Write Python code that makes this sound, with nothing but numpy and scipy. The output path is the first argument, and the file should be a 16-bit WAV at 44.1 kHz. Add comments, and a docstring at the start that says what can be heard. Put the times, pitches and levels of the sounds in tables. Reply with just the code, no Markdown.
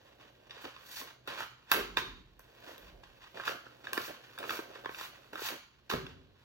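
"""A hard-walled room with a glass table, where paper banknotes are counted by hand.
Notes hiss as they slide over each other, crinkle as creases buckle, flap in the air and snap with a
short ring. A stack is tapped on the table: the glass drums and knocks, and shudders under a leaning arm.
The hands are heard up close in stereo, with the room's echo and a faint hum of the house."""
import sys
import numpy as np
from scipy import signal
from scipy.fft import rfft, irfft, next_fast_len
from scipy.io import wavfile

SR = 44100
rng = np.random.default_rng(int(sys.argv[2]) if len(sys.argv) > 2 else 0)


def log_audio(samples):
    """Write samples as a 16-bit WAV file to the path given in sys.argv[1]."""
    # one column per channel
    frames = np.atleast_2d(samples).T
    # limit to full scale, then quantise
    limited = np.clip(frames, -1, 1)
    pcm = np.round(limited * 32767).astype(np.int16)
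    wavfile.write(sys.argv[1], SR, pcm)


N = 284004
FFT_SIZE = next_fast_len(N + SR)
BIN_HZ = np.maximum(np.fft.rfftfreq(FFT_SIZE, 1 / SR), 1)
CONTROL_S = np.arange(0, N, 16) / SR   # envelopes run on this coarse clock


def amp(db):
    """Decibels to gain."""
    return 10 ** (np.asarray(db) / 20)


def rms_one(x):
    """Scale to an rms of 1."""
    return x / np.sqrt(np.mean(x ** 2) + 1e-20)


def peak_one(x):
    """Scale to a peak of 1."""
    return x / np.abs(x).max()


def high_pass(x, hz):
    """Roll off the lows."""
    return signal.sosfilt(signal.butter(2, hz, "high", fs=SR, output="sos"), x)


def low_pass(x, hz, order=2):
    """Roll off the highs."""
    return signal.sosfilt(signal.butter(order, hz, fs=SR, output="sos"), x)


def at_hz(rows, hz, column=1):
    """Read a table on a log-frequency axis."""
    rows = np.array(rows)
    return np.interp(np.log(hz), np.log(rows[:, 0]), rows[:, column])


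def colour(x, spectrum):
    """Shape noise with an EQ curve; rms 1."""
    shaped = rfft(x, FFT_SIZE) * amp(at_hz(spectrum, BIN_HZ))
    return rms_one(irfft(shaped, FFT_SIZE)[..., :N])


def drift(rate_hz):
    """Smooth random modulation; rms 1."""
    pole = np.exp(-2 * np.pi * rate_hz / SR)
    wander = signal.lfilter([1], [1, -2 * pole, pole * pole], rng.standard_normal(N + SR // 4))
    return rms_one(wander[SR // 4:])


def ring(x, hz, t60):
    """A resonator: each click sets a dying sine ringing."""
    r, w = amp(-60 / (t60 * SR)), 2 * np.pi * hz / SR
    return signal.lfilter([0, np.sin(w)], [1, -2 * r * np.cos(w), r * r], x + 1e-18)


def ring_twice(x, hz, t60):
    """Two like resonators in series: a softer attack and steeper skirts."""
    return ring(ring(x, hz, t60), hz, t60)


def swells(full_at_s, rise_s, hold_s, fall_db_per_s, speed_power=3.6):
    """One envelope per move: it grows as a power of the speed, holds at 1 and falls away."""
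    age = CONTROL_S - np.reshape(full_at_s, (-1, 1))
    rise, hold = np.reshape(rise_s, (-1, 1)), np.reshape(hold_s, (-1, 1))
    speed = np.clip(1 + age / np.maximum(rise, 1e-3), 0, 1)
    return speed ** speed_power * amp(-fall_db_per_s * np.maximum(age - hold, 0))


def audio_rate(envelope):
    """Stretch a coarse envelope to one value per sample."""
    return np.interp(np.arange(N) / SR, CONTROL_S, envelope)


def house(air_db=-70, hum_db=-70.5):
    """Room tone: distant air and appliance noise with a wavering mains hum."""
    # EQ of the air and appliances: (frequency [Hz], relative level [dB])
    air_eq = [(25, -15), (50, 11.5), (120, -3), (200, 1), (500, -4.5), (1500, -18.5), (4000, -11.5),
              (8000, -42.5), (16000, -96.5)]
    hum = rms_one(ring(rng.standard_normal(N), hz=123.6, t60=0.21))
    air = colour(rng.standard_normal((2, N)), air_eq)
    return amp(air_db) * air + amp(hum_db) * hum * [[1], [0]]


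def hands(grip_rise_s=0.004, settle_db=-13.5, fidget_hiss_db=-12):
    """The fingers' moves add up in power to three level curves in dB: crinkle, hiss and flap."""
    # restless fingers between the moves: (time [s], crinkle [dB], flap [dB])
    fidgets = [(0, -66.5, -65.5), (.45, -70.5, -67), (.8, -60.5, -67), (1.1, -56.5, -66), (1.25, -106, -71),
               (1.65, -67.5, -74), (2.3, -76, -77), (2.548, -62.5, -63), (2.97, -70.5, -61),
               (3.25, -63, -69.5), (3.7, -62.5, -64), (4.3, -58.5, -63.5), (4.7, -61, -56),
               (5.25, -61.5, -65), (5.752, -76, -85), (5.88, -72, -75), (6.2, -80.5, -71),
               (6.44, -68, -78.5)]
    # fingers grip, bend or drop the notes: (time [s], hold [s], crinkle [dB], flap [dB])
    grips = [(0.197, 0.034, -57.5, -61), (0.496, 0.11, -52.5, -66), (0.643, 0.0076, -50, -45.5),
             (1.001, 0.04, -69, -54), (1.278, 0.15, -46, -51.5), (1.718, 0.039, -32, -43),
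             (1.743, 0.051, -44, -40), (1.968, 0.019, -37.5, -46.5), (2.638, 0.11, -55, -57),
             (3.035, 0.0058, -54.5, -81), (3.345, 0.059, -52, -50), (3.475, 0.081, -70, -49.5),
             (3.842, 0.061, -53, -57), (3.927, 0.099, -49, -50.5), (4.08, 0.027, -49.5, -48.5),
             (4.382, 0.18, -53, -48), (4.718, 0.056, -55.5, -71), (5.329, 0.032, -50.5, -50),
             (5.503, 0.027, -48.5, -44.5), (5.903, 0.018, -34.5, -68), (5.925, 0.012, -56, -37)]
    # a note is drawn off the bundle or along the glass:
    # (time at full speed [s], rise [s], hold [s], hiss [dB], crinkle [dB])
    slides = [(.62, 0.057, 0.0038, -57.5, -77), (0.973, 0.3, 0.029, -45.5, -57.5),
              (1.405, 0.29, 0.02, -56.5, -45), (1.72, 0.057, 0.014, -47, -38.5),
              (2.68, 0.23, 0.052, -64, -60), (2.878, 0.68, 0.0047, -68, -58.5),
              (3.479, 0.12, 0.014, -49, -40.5), (4.049, 0.22, 0.005, -45.5, -56),
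              (4.5, 0.12, 0.064, -47.5, -48), (5.005, 0.26, 0.037, -49.5, -49),
              (5.454, 0.18, 0.021, -39.5, -37), (5.898, 0.0085, 0.019, -47, -40.5)]
    fidget_s, *fidget_db = np.transpose(fidgets)
    grip_s, grip_hold_s, crush_db, flap_db = np.transpose(grips)
    slide_s, rise_s, slide_hold_s, hiss_db, drag_db = np.transpose(slides)
    idle_crinkle, idle_flap = [amp(np.interp(CONTROL_S, fidget_s, db)) ** 2 for db in fidget_db]
    gripping = swells(grip_s, grip_rise_s, grip_hold_s, fall_db_per_s=319.5) ** 2
    # the sheets go on settling after a grip
    settling = (amp(settle_db) * swells(grip_s, grip_rise_s, grip_hold_s, fall_db_per_s=84.5)) ** 2
    flapping = swells(grip_s, grip_rise_s, grip_hold_s, fall_db_per_s=393.5) ** 2
    sliding = swells(slide_s, rise_s, slide_hold_s, fall_db_per_s=340.5) ** 2
    crushing = amp(crush_db) ** 2 @ (gripping + settling)
    crinkle_power = amp(drag_db) ** 2 @ sliding + crushing + idle_crinkle
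    hiss_power = amp(hiss_db) ** 2 @ sliding + amp(fidget_hiss_db) ** 2 * idle_crinkle
    flap_power = amp(flap_db) ** 2 @ flapping + idle_flap
    return [audio_rate(10 * np.log10(power)) for power in (crinkle_power, hiss_power, flap_power)]


def crinkle(level_db, base_clicks_per_s=910, spread_db=2.5, clump_db=7.5):
    """Creases buckle in clumps: uneven clicks over a bed of fibre noise."""
    # EQ of buckling paper: (frequency [Hz], relative level [dB])
    crease_eq = [(300, -17), (750, -6.5), (1050, 0.5), (1350, -0.5), (1650, -3), (2200, -5.5), (3000, -3.5),
                 (4500, -11.5), (7000, -21), (12000, -31)]
    buckles = rng.random((2, N)) < base_clicks_per_s * amp(clump_db * drift(rate_hz=30)) / SR
    sizes = amp(spread_db * np.minimum(rng.exponential(1, (2, N)), 5))
    clicks = rms_one(buckles * sizes * rng.choice([-1, 1], (2, N)))
    fibres = 0.41 * rng.standard_normal((2, N))
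    return amp(level_db) * colour(clicks + fibres, crease_eq)


def slide_hiss(level_db, flutter_db=2.5):
    """Paper rubs on paper: a bright hiss with a fluttering level."""
    # EQ of the friction: (frequency [Hz], relative level [dB])
    friction_eq = [(800, -7), (1650, 9.5), (3000, 8), (4550, 11.5), (5050, 3.5), (5750, 7.5), (7000, 3),
                   (9000, 2), (16000, 2.5)]
    gain = amp(level_db + flutter_db * drift(rate_hz=70))
    return gain * colour(rng.standard_normal((2, N)), friction_eq)


def flap(level_db, flutter_db=2.5):
    """Paper moves through air: a fluttering low-mid rush."""
    # EQ of the stirred air: (frequency [Hz], relative level [dB])
    flap_eq = [(60, -16.5), (200, -5), (320, 2.5), (420, 2), (550, 5.5), (700, -0.5), (1500, -35)]
    gain = amp(level_db + flutter_db * drift(rate_hz=110))
    return gain * colour(rng.standard_normal((2, N)), flap_eq)


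def snaps(crackle_t60=0.016, crack_t60=0.006, bend_share=0.03, low_cut_hz=263):
    """A dying crackle rings the note's modes; a bright crack and a thud of air come with it."""
    # notes snap: (time [s], level [dB], then against the low modes: rasp [dB], crack [dB], thud [dB])
    events = [(0.508, -48.5, 15, -9, -32), (0.566, -52, 8, -39, 10), (0.652, -39, 9.5, -35, -32),
              (0.764, -42.5, -0.5, -29, -3.5), (1.014, -34, -5, -7, -27), (1.275, -25.5, -8.5, -9.5, -8),
              (1.405, -26, -18, -10, -28), (1.716, -13, 0, 5.5, -47), (1.742, -29, -18, -10, -19),
              (1.971, -20.5, 3.5, -6, -8), (2.394, -45, -30.5, 7.5, -1.5), (2.78, -56.5, 11.5, 21.5, -26),
              (3.372, -33.5, -8, -30, -10), (3.398, -29.5, -32, -35, -12), (3.405, -34, -25, -35, -20),
              (3.436, -34.5, -4, -30, -33), (3.478, -21, -3, -30, -11), (3.492, -29, 1.5, -28, -2.5),
              (3.666, -32.5, -55, -33, -10), (3.87, -29.5, -4, -50, -44), (3.932, -26.5, 0.5, 9.5, -5.5),
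              (3.971, -29, -10, -20, -18), (3.977, -17.5, -11, -7.5, -2.5), (3.997, -35, -15, -25, 2),
              (4.378, -34, -9, -20, -20), (4.387, -32.5, -1, 2.5, -24), (4.421, -48, -20, -35, 8),
              (4.428, -28.5, -32, -32, -20), (4.439, -28, -25, -32, -13), (4.494, -24.5, -2.5, -29, -28),
              (4.506, -20.5, -9, -32, -21), (4.59, -32, -20, -35, 7), (4.599, -37.5, -10, -35, 5),
              (4.757, -36, -14, -31, -4), (4.847, -35, -6, -30, -27), (4.858, -22.5, -19, -25, -7.5),
              (4.892, -32, -23, -37, -2), (4.946, -38.5, 4, -29, -27), (5.011, -30, -13, -30, -8.5),
              (5.332, -37.5, -6, -3, 3.5), (5.356, -28.5, -9, -13, -11), (5.378, -36, -18, -30, -8),
              (5.393, -33.5, -5, -28, -2), (5.418, -45, -20, -30, 14), (5.487, -30.5, 4.5, 8, -10),
              (5.9, -30.5, 7, -15, -3), (5.913, -23, -6, -30, -29), (5.936, -25.5, -4, -28, 2),
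              (6.066, -41.5, 6, -7, -25)]
    # low modes, the body of a note: (frequency [Hz], relative level [dB], t60 [s])
    body_modes = [(1100, -2, 0.033), (1300, 7, 0.018), (1583, 6.5, 0.0097), (2250, -12.5, 0.03)]
    # high modes, its rasp: (frequency [Hz], relative level [dB], t60 [s])
    rasp_modes = [(2850, -1, 0.005), (3600, 1, 0.009), (4600, -5, 0.005)]
    modes, length = body_modes + rasp_modes, 2048
    out, age = np.zeros((2, N + length)), np.arange(length) / SR
    noises = rng.standard_normal((len(events), 3, 2, length))
    accents_db = rng.normal(0, 0.94, (len(events), len(modes)))
    detunes = 1 + bend_share * rng.standard_normal(accents_db.shape)   # each bend shifts each mode
    for event, noise, accent_db, detune in zip(events, noises, accents_db, detunes):
        time_s, level_db, rasp_db, crack_db, thud_db = event
        crackle, puff = low_pass(noise[:2] * amp(-60 * age / crackle_t60), hz=4500)
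        rings = [amp(db + extra_db) * ring(crackle, hz * shift, t60)
                 for (hz, db, t60), extra_db, shift in zip(modes, accent_db, detune)]
        # a small sheet radiates little below its modes
        body = peak_one(high_pass(sum(rings[:len(body_modes)]), hz=900))
        rasp = amp(rasp_db) * peak_one(sum(rings[len(body_modes):]))
        crack = amp(crack_db) * peak_one(high_pass(noise[2] * amp(-60 * age / crack_t60), hz=6400))
        thud = amp(thud_db) * peak_one(ring_twice(puff, hz=464, t60=0.0081))
        start = round(time_s * SR)
        out[:, start:start + length] += amp(level_db) * (body + rasp + crack + thud)
    return high_pass(high_pass(out[:, :N], low_cut_hz), low_cut_hz)


def stack_taps():
    """The squared stack lands on its edge; the glass under it drums low and faintly sings."""
    # landings: (time [s], hold [s], drum [dB], singing [dB])
    landings = [(1.747, 0.022, -41, -64), (1.977, 0.049, -50.5, -49.5), (5.924, 0.016, -43, -65)]
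    time_s, hold_s, drum_db, sing_db = np.transpose(landings)
    envelopes = swells(time_s, rise_s=0.0071, hold_s=hold_s, fall_db_per_s=137)
    drum = rms_one(ring_twice(rng.standard_normal(N), hz=418, t60=0.013))
    sing = rms_one(ring_twice(rng.standard_normal(N), hz=3700, t60=0.012))
    return audio_rate(amp(drum_db) @ envelopes) * drum + audio_rate(amp(sing_db) @ envelopes) * sing


def table_knocks(softness_hz=900, shiver_s=0.079):
    """A soft, uneven blow sets the table's modes ringing, each with a strength of its own."""
    # stack and hand meet the table: (time [s], level [dB])
    blows = [(1.773, -51), (1.981, -42.5), (5.939, -30.5)]
    # modes of the table: (frequency [Hz], relative level [dB], t60 [s])
    modes = [(91.5, -14, 0.51), (130, -11, 0.092), (161, -7.5, 0.11), (260, -4.5, 0.093), (382, -11, 0.097)]
    time_s, blow_db = np.transpose(blows)
    accents_db = rng.normal(0, 0.9, (len(blows), len(modes)))
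    age = np.arange(N // 16) / SR
    shiver = 0.023 * np.exp(-age / shiver_s) * rng.standard_normal(len(age))
    shiver[0] = 1   # the blow itself; the top keeps shivering after it
    ringing = np.zeros(N)
    for (hz, mode_db, t60), accent_db in zip(modes, accents_db.T):
        clicks = np.zeros(N)
        clicks[(time_s * SR).astype(int)] = amp(blow_db + mode_db + accent_db)
        ringing += ring(clicks, hz, t60)
    return low_pass(signal.fftconvolve(ringing, shiver)[:N], softness_hz)


def table_shudder(lump_db=1.1):
    """Under a leaning arm the glass and its frame give a lumpy rumble."""
    # the arm leans on the top: (time [s], hold [s], level [dB])
    leans = [(1.801, 0.34, -56), (2.82, 0.22, -64)]
    # EQ of glass and frame: (frequency [Hz], relative level [dB])
    rumble_eq = [(20, -22), (40, 11.5), (70, -5.5), (150, -5), (380, -10.5), (600, -49)]
    time_s, hold_s, level_db = np.transpose(leans)
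    gain = amp(level_db) @ swells(time_s, rise_s=0.05, hold_s=hold_s, fall_db_per_s=111.5)
    rumble = amp(lump_db * drift(rate_hz=9.6)) * colour(rng.standard_normal(N), rumble_eq)
    return audio_rate(gain) * rumble


def glass_reflection(x, lag_s=0.00097, wander_share=0.012, echo_db=-5):
    """A slightly dull echo off the table top combs the sound; its lag wanders as the hands move."""
    now = np.arange(N)
    then = now - SR * lag_s * (1 + wander_share * drift(rate_hz=9.8))
    dull = low_pass(high_pass(x, hz=1200), hz=9000, order=1)
    echo = np.array([np.interp(then, now, side) for side in dull])
    return x - amp(echo_db) * echo   # the glass mirrors the back of the sheet, opposite in polarity


def room_reverb(x, gain_db=4.5, build_s=0.002):
    """Echoes off the hard walls build up fast and die away in half-octave bands."""
    # decay of the room: (frequency [Hz], t60 [s])
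    decay_times = [(100, 0.94), (300, 0.57), (700, 0.45), (1840, 0.45), (4850, 0.46), (12800, 0.28)]
    age, tail = np.arange(SR) / SR, 0
    edges_hz = 40 * 2 ** np.arange(0, 9.1, 0.5)
    white = rng.standard_normal((2, len(age)))
    for low, high in zip(edges_hz, edges_hz[1:]):
        t60 = at_hz(decay_times, np.sqrt(low * high))
        envelope = amp(-60 * age / t60) * (1 - np.exp(-(age / build_s) ** 2))
        band = signal.sosfilt(signal.butter(2, [low, high], "band", fs=SR, output="sos"), white)
        tail = tail + band * envelope / np.sqrt(np.sum(envelope ** 2))
    return amp(gain_db) * irfft(rfft(x, FFT_SIZE) * rfft(tail, FFT_SIZE), FFT_SIZE)[:, :N]


def stereo_image(pair, diffuse):
    """Two unrelated signals, as mid and side, become left and right, almost opposite at 8-10 kHz."""
    # stereo image by frequency: (frequency [Hz], right's phase lead [rad], direct coherence [0-1],
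    # diffuse coherence [0-1], left minus right [dB])
    image = [(60, 0, .7, .65, -2), (350, .7, .9, .75, 0), (730, 1.9, .55, .15, -5), (1100, .9, .7, .3, -6),
             (1600, .7, .85, .3, -1), (2100, 1.3, .8, .3, -1), (3300, 3.0, .6, .2, -2),
             (6600, 6.6, .5, .2, 0), (8350, 9.42, .97, .97, 0), (9900, 9.42, .995, .995, 0),
             (11000, 8.0, .7, .5, 0), (12600, 6.7, .85, .8, 0), (13600, 6.28, .99, .99, 0)]
    mid, side = rfft(pair, FFT_SIZE)
    coherence = np.clip(at_hz(image, BIN_HZ, column=3 if diffuse else 2), 0, 1)
    mid, side = np.sqrt((1 + coherence) / 2) * mid, np.sqrt((1 - coherence) / 2) * side
    lead_rad, balance_db = at_hz(image, BIN_HZ), at_hz(image, BIN_HZ, column=4)
    pan = np.exp(0.5j * lead_rad) / amp(balance_db / 2)
    return irfft(np.array([(mid + side) / pan, (mid - side) * pan]), FFT_SIZE)[:, :N]


def scene(puff_hz=800):
    """Paper and table, heard up close and through the room, over the hum of the house."""
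    crinkle_db, hiss_db, flap_db = hands()
    paper = crinkle(crinkle_db) + slide_hiss(hiss_db) + flap(flap_db) + snaps()
    table = table_knocks() + table_shudder() + stack_taps()
    direct = glass_reflection(paper) + table * [[1], [0]]   # the table feeds the mid only
    # the slower puffs of the sheets stay close and hardly reach the walls
    reverb_send = high_pass(high_pass(paper[0], puff_hz), puff_hz) + table
    ambience = room_reverb(reverb_send) + house()
    return stereo_image(direct, diffuse=False) + stereo_image(ambience, diffuse=True)


def record(dry):
    """The deep bass rolls off and the top is cut steeply."""
    low_cut_hz, high_cut_hz = 40, 15850
    steep_cut = signal.ellip(12, 0.5, 70, high_cut_hz, fs=SR, output="sos")
    return signal.sosfilt(steep_cut, high_pass(dry, low_cut_hz))


dry = scene()
out = record(dry)
log_audio(out)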